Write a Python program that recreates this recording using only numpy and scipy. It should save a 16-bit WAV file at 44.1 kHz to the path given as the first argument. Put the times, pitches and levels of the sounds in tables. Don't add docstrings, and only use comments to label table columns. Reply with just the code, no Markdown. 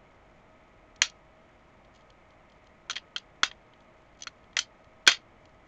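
import sys
import numpy as np
from scipy import signal
from scipy.fft import rfft, irfft
from scipy.io import wavfile
from scipy.ndimage import uniform_filter1d, map_coordinates

SR = 44100
rng = np.random.default_rng(int(sys.argv[2]) if len(sys.argv) > 2 else 0)


def bounce(signal):
    frames = np.transpose(np.atleast_2d(signal))
    limited = np.clip(frames, -1, 1)
    pcm = np.round(limited * 32767).astype(np.int16)
    wavfile.write(sys.argv[1], SR, pcm)


N = 250047


def amp(db):
    return 10 ** (np.asarray(db) / 20)


def unit(x):
    return x / np.sqrt(np.mean(x ** 2) + 1e-20)


def along(points, hz):
    point_hz, value = np.transpose(points)
    return np.interp(np.log(hz + 1), np.log(point_hz + 1), value)


def wobble(rate):
    points = rng.standard_normal(int(N * rate / SR) + 4)
    return map_coordinates(points, [np.arange(N) * rate / SR])


def noise(spectrum, size):
    hz = np.fft.rfftfreq(size, 1 / SR)
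    white = rfft(rng.standard_normal(size))
    return unit(irfft(white * amp(along(spectrum, hz)), size))


def add(out, start_s, sound):
    out[round(start_s * SR):][:len(sound)] += sound


# pitch_hz, relative level_db per Hz
AIR_COLOUR = [(15, 6), (50, 7.5), (140, 5), (250, 1), (400, -5), (600, -1), (1150, -6), (1600, -11.5),
              (2150, -7), (2750, -18.5), (3400, -21), (4500, -30), (7000, -31.5), (8800, -46.5),
              (16000, -50.5)]
# pitch_hz, level_db (rms)
FAN_TONES = [(48.4, -67), (339.1, -75.5), (633, -68.5), (1265.5, -73), (2620, -88.5), (2998, -87)]


def fan(air_db=-56.0, drift=0.0024, flutter_db=2):
    turns = np.cumsum(1 + drift * wobble(4.1)) / SR
    out = amp(air_db) * noise(AIR_COLOUR, size=N)
    for hz, db in FAN_TONES:
        tone = unit(np.sin(2 * np.pi * hz * turns))
        out += amp(db + flutter_db * wobble(7.1)) * tone
    return out


# pitch_hz, decay_s (time to fall 60 dB)
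ROOM_DECAY = [(150, 0.067), (1000, 0.2), (3000, 0.23), (6500, 0.19), (10000, 0.04)]
# pitch_hz, relative level_db
WALL_COLOUR = [(150, -3.5), (900, -2.5), (1600, -7), (3000, -4), (4400, 0), (6200, -2.5), (10000, 4.5)]


def room(x, build_up_s=0.002):
    out = np.zeros(N + SR)
    for piece in np.array_split(np.arange(N), 12):
        hz, t, grains = signal.stft(rng.standard_normal(SR // 3), SR, nperseg=256)
        decay_db = 60 * t / along(ROOM_DECAY, hz)[:, None]
        colour_db = along(WALL_COLOUR, hz)[:, None]
        tail = signal.istft(grains * amp(colour_db - decay_db), SR, nperseg=256)[1]
        tail *= 1 - np.exp(-(np.arange(len(tail)) / SR / build_up_s) ** 2)
        wet = signal.fftconvolve(x[piece], tail / np.linalg.norm(tail))
        add(out, piece[0] / SR, wet)
    return out[:N]


def suppressor(x, threshold_db=-38, steepness=0.52, memory_s=0.0095):
    power = np.abs(uniform_filter1d(x ** 2, size=int(memory_s * SR)))
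    return x * np.minimum(1, power / amp(threshold_db) ** 2) ** steepness


# peak time start_s, level_db added to the grip
JOINT_TURNS = [(1.959, -70), (3.8, -79), (4.02, -77), (4.17, -76), (4.212, -64)]


def effort(grip_db=-84, rise_s=0.015, fall_s=0.025):
    t = np.arange(N) / SR
    gain = amp(grip_db)
    for s, db in JOINT_TURNS:
        distance = np.maximum((s - t) / rise_s, (t - s) / fall_s)
        gain = gain + amp(db) * np.exp(-distance)
    return gain


def rubbing(slips_per_s=130, spread_db=4, low_hz=2600):
    slips = (rng.random(N) < slips_per_s / SR) * amp(spread_db * rng.standard_normal(N))
    highpass = signal.butter(2, low_hz, "high", fs=SR, output="sos")
    ring = signal.sosfilt(highpass, contact(low_hz, crack_db=5.5))
    return effort() * unit(signal.fftconvolve(slips, ring)[:N])


# pitch_hz, relative level_db per Hz
THUD_COLOUR = [(25, -6.5), (90, 1.5), (200, -6), (450, -1.5), (700, -3), (1500, -40), (16000, -100)]


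def thuds(base_db=-4.5, growth=2.1, decay_s=.06, attack_s=0.0013):
    out, t = np.zeros(N + SR), np.arange(SR // 8) / SR
    envelope = amp(-60 * t / decay_s) * (1 - np.exp(-t / attack_s))
    for s, db, *_ in KNOCKS:
        jolt = noise(THUD_COLOUR, size=len(t)) * envelope
        add(out, s, amp(base_db + growth * db) * jolt)
    return out[:N]


# start_s, level_db (before the fade), pitch_hz
TAB_PINGS = [(1.0188, -16, 6700), (2.9108, -28, 6020), (3.1622, -20, 3200), (3.4328, -16.5, 6560),
             (4.2215, -27, 6050), (4.2338, -39, 6000), (4.2745, -28, 4230), (4.5895, -11, 6070),
             (5.1168, -25, 6150)]


def pings(decay_s=.02, attack_s=.001):
    out, t = np.zeros(N + SR), np.arange(SR // 16) / SR
    fade = amp(-60 * t / decay_s) * (1 - np.exp(-(t / attack_s) ** 2))
    for s, db, hz in TAB_PINGS:
        add(out, s, amp(db) * fade * np.sin(2 * np.pi * hz * t))
    return out[:N]


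# pitch_hz, relative level_db, decay_s (to fall 60 dB)
PLASTIC_TONES = [(3232, 5.5, 0.016), (4265, -4, .016), (5990, 0, 0.012), (6677, -10, 0.017)]
# pitch_hz, relative level_db per Hz
CRACK_COLOUR = [(30, -25), (150, -20), (400, -17.5), (950, -9), (1350, 1), (2800, 7.5), (5000, 0),
                (6900, -2), (7500, -13), (9000, -32), (11000, -40.5), (16000, -56.5)]


def contact(body_hz, crack_db, body_db=2, body_t60=0.015, attack_s=0.0015, scatter_db=1.0):
    t = np.arange(2048) / SR
    parts = [(body_hz, body_db, body_t60)] + PLASTIC_TONES
    hz, db, t60 = np.transpose(parts)[:, :, None]
    shift, strength, phase = rng.standard_normal((3, len(hz), 1))
    hz = hz * (1 + .015 * shift)
    fade = amp(db + scatter_db * strength - 60 * t / t60)
    ring = (fade * np.sin(2 * np.pi * (hz * t + phase))).sum(0)
    crack_t60 = .021
    crack = noise(CRACK_COLOUR, size=len(t)) * amp(-60 * t / crack_t60)
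    onset = 1 - np.exp(-(t / attack_s) ** 2)
    return (unit(ring) + amp(crack_db) * unit(crack)) * onset


REGISTER_BORDERS = [150, 900, 2500, 3800, 5200, 8000]


def voiced(click, register_db):
    size = 2 * len(click)
    hz = np.fft.rfftfreq(size, 1 / SR)
    spectrum = rfft(click, size)
    edges = np.searchsorted(hz, REGISTER_BORDERS)
    energy = np.add.reduceat(np.abs(spectrum) ** 2, edges)[:-1] / len(click)
    gain_db = register_db - 10 * np.log10(energy / (.005 * SR))
    register = np.searchsorted(edges[1:-1], np.arange(len(hz)))
    gain_db = uniform_filter1d(gain_db[register], size=60)
    cepstrum = irfft(np.log(amp(gain_db)))[:len(click)]
    cepstrum[1:] *= 2
    return irfft(spectrum * np.exp(rfft(cepstrum, size)))[:len(click)]


# pitch in octaves from the large panel, level_db, share (0 to 1) of the panels' lift
EVEN_CONTACT = [(-1.5, -18.5, 0.094), (-0.85, 1.5, 0), (-0.32, -1, 0.99), (0.32, -2, 0.8), (0.98, 1, 0)]


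def strike(strength_db, brightness, panels_db, body_hz, crack_db):
    octaves, even_db, panel_share = np.transpose(EVEN_CONTACT)
    register_db = strength_db + even_db + brightness * octaves + panels_db * panel_share
    return voiced(contact(body_hz, crack_db), register_db)


def rattle(first_db, count=3, unevenness=0.066, gap_s=.0048, slowing=1.3, loss_db=8.5):
    k = np.arange(count)
    gaps_s = gap_s * slowing ** k * np.exp(unevenness * rng.standard_normal(count))
    return [(0, 0), *zip(np.cumsum(gaps_s), first_db - loss_db * k)]


# start_s, strength_db, brightness (dB per octave),
# lift of the panels in dB, pitch_hz of the hollow body (before detuning), first bounce in dB against the knock
KNOCKS = [(1.0179, -19.5, -1, 1.5, 2044, -18.5), (2.8972, -35, -4, 1.5, 1430, -5.5),
          (2.9079, -40.5, 0.5, 9.5, 1310, -7.5), (2.9559, -50, -3.5, 12.5, 2220, 1),
          (2.9642, -41.5, -6.5, 9.5, 1970, -6.5), (3.1613, -40, -5.5, 10.5, 1430, -7.5),
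          (3.432, -22.5, -5, 3.5, 1420, -16.5), (4.2696, -39.5, -4.5, 0.5, 1434, -11),
          (4.5671, -27.5, -4, 1, 1980, -9.5), (4.5887, -29.5, 1.5, 7.5, 1420, -35.5),
          (5.075, -14, -3.5, 3.5, 1537, -8), (5.0885, -31.5, -4.5, 6.5, 1900, -1),
          (5.1157, -33.5, -3, 6, 2010, -8.5)]
# start_s, strength_db, brightness (dB per octave)
CLICKS = [(0.96, -69.5, 7.5), (1.03, -39.5, -0.5), (1.0976, -61.5, 7), (1.8469, -76, -3), (2.0082, -77, -4),
          (2.102, -68.5, -0.5), (2.3044, -75.5, -2), (2.4976, -75, -2.5), (2.5195, -74, -1),
          (2.669, -71.5, 0), (2.931, -54.5, -1.5), (2.9789, -52.5, -6.5), (3.1802, -52, 4),
          (3.513, -56, -11), (3.735, -72, -9), (3.8047, -76, -1), (4.148, -80, -1), (4.221, -51.5, 4),
          (4.2334, -52.5, 5.5), (4.4404, -77, -6), (4.53, -73, -6.5), (4.843, -76, 1), (5.0658, -38, -2),
          (5.4542, -70, 1)]


def touches(click_panels_db=10.5, click_body_hz=1890):
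    contacts = []
    for s, db, brightness, panels_db, body_hz, rattle_db in KNOCKS:
        for delay_s, bounce_db in rattle(rattle_db):
            contacts.append((s + delay_s, db + bounce_db, brightness, panels_db, body_hz))
    for click in CLICKS:
        contacts.append((*click, click_panels_db, click_body_hz))
    return contacts


def clatter(contacts, crack_db):
    out = np.zeros(N + SR)
    for s, *blow in contacts:
        add(out, s, strike(*blow, crack_db))
    return out[:N]


def scene(room_db=-11, near_crack_db=-3, scattered_crack_db=4):
    contacts = touches()
    near = clatter(contacts, near_crack_db)
    answer = amp(room_db) * room(clatter(contacts, scattered_crack_db))
    background = fan() + suppressor(answer)
    toy = rubbing() + thuds() + pings() + near
    return (background + toy)[None]


# pitch_hz, level_db
MICROPHONE_COLOUR = [(150, -5), (350, -0.5), (7000, 0), (9500, 0), (11500, -11), (16000, -9)]


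def record(dry):
    ceiling, hardness = .72, 6
    clipped = dry / (1 + np.abs(dry / ceiling) ** hardness) ** (1 / hardness)
    hz = np.fft.rfftfreq(N, 1 / SR)
    response = amp(along(MICROPHONE_COLOUR, hz)) * (hz < 16300)
    return irfft(rfft(clipped) * response, N)


dry = scene()
out = record(dry)
bounce(out)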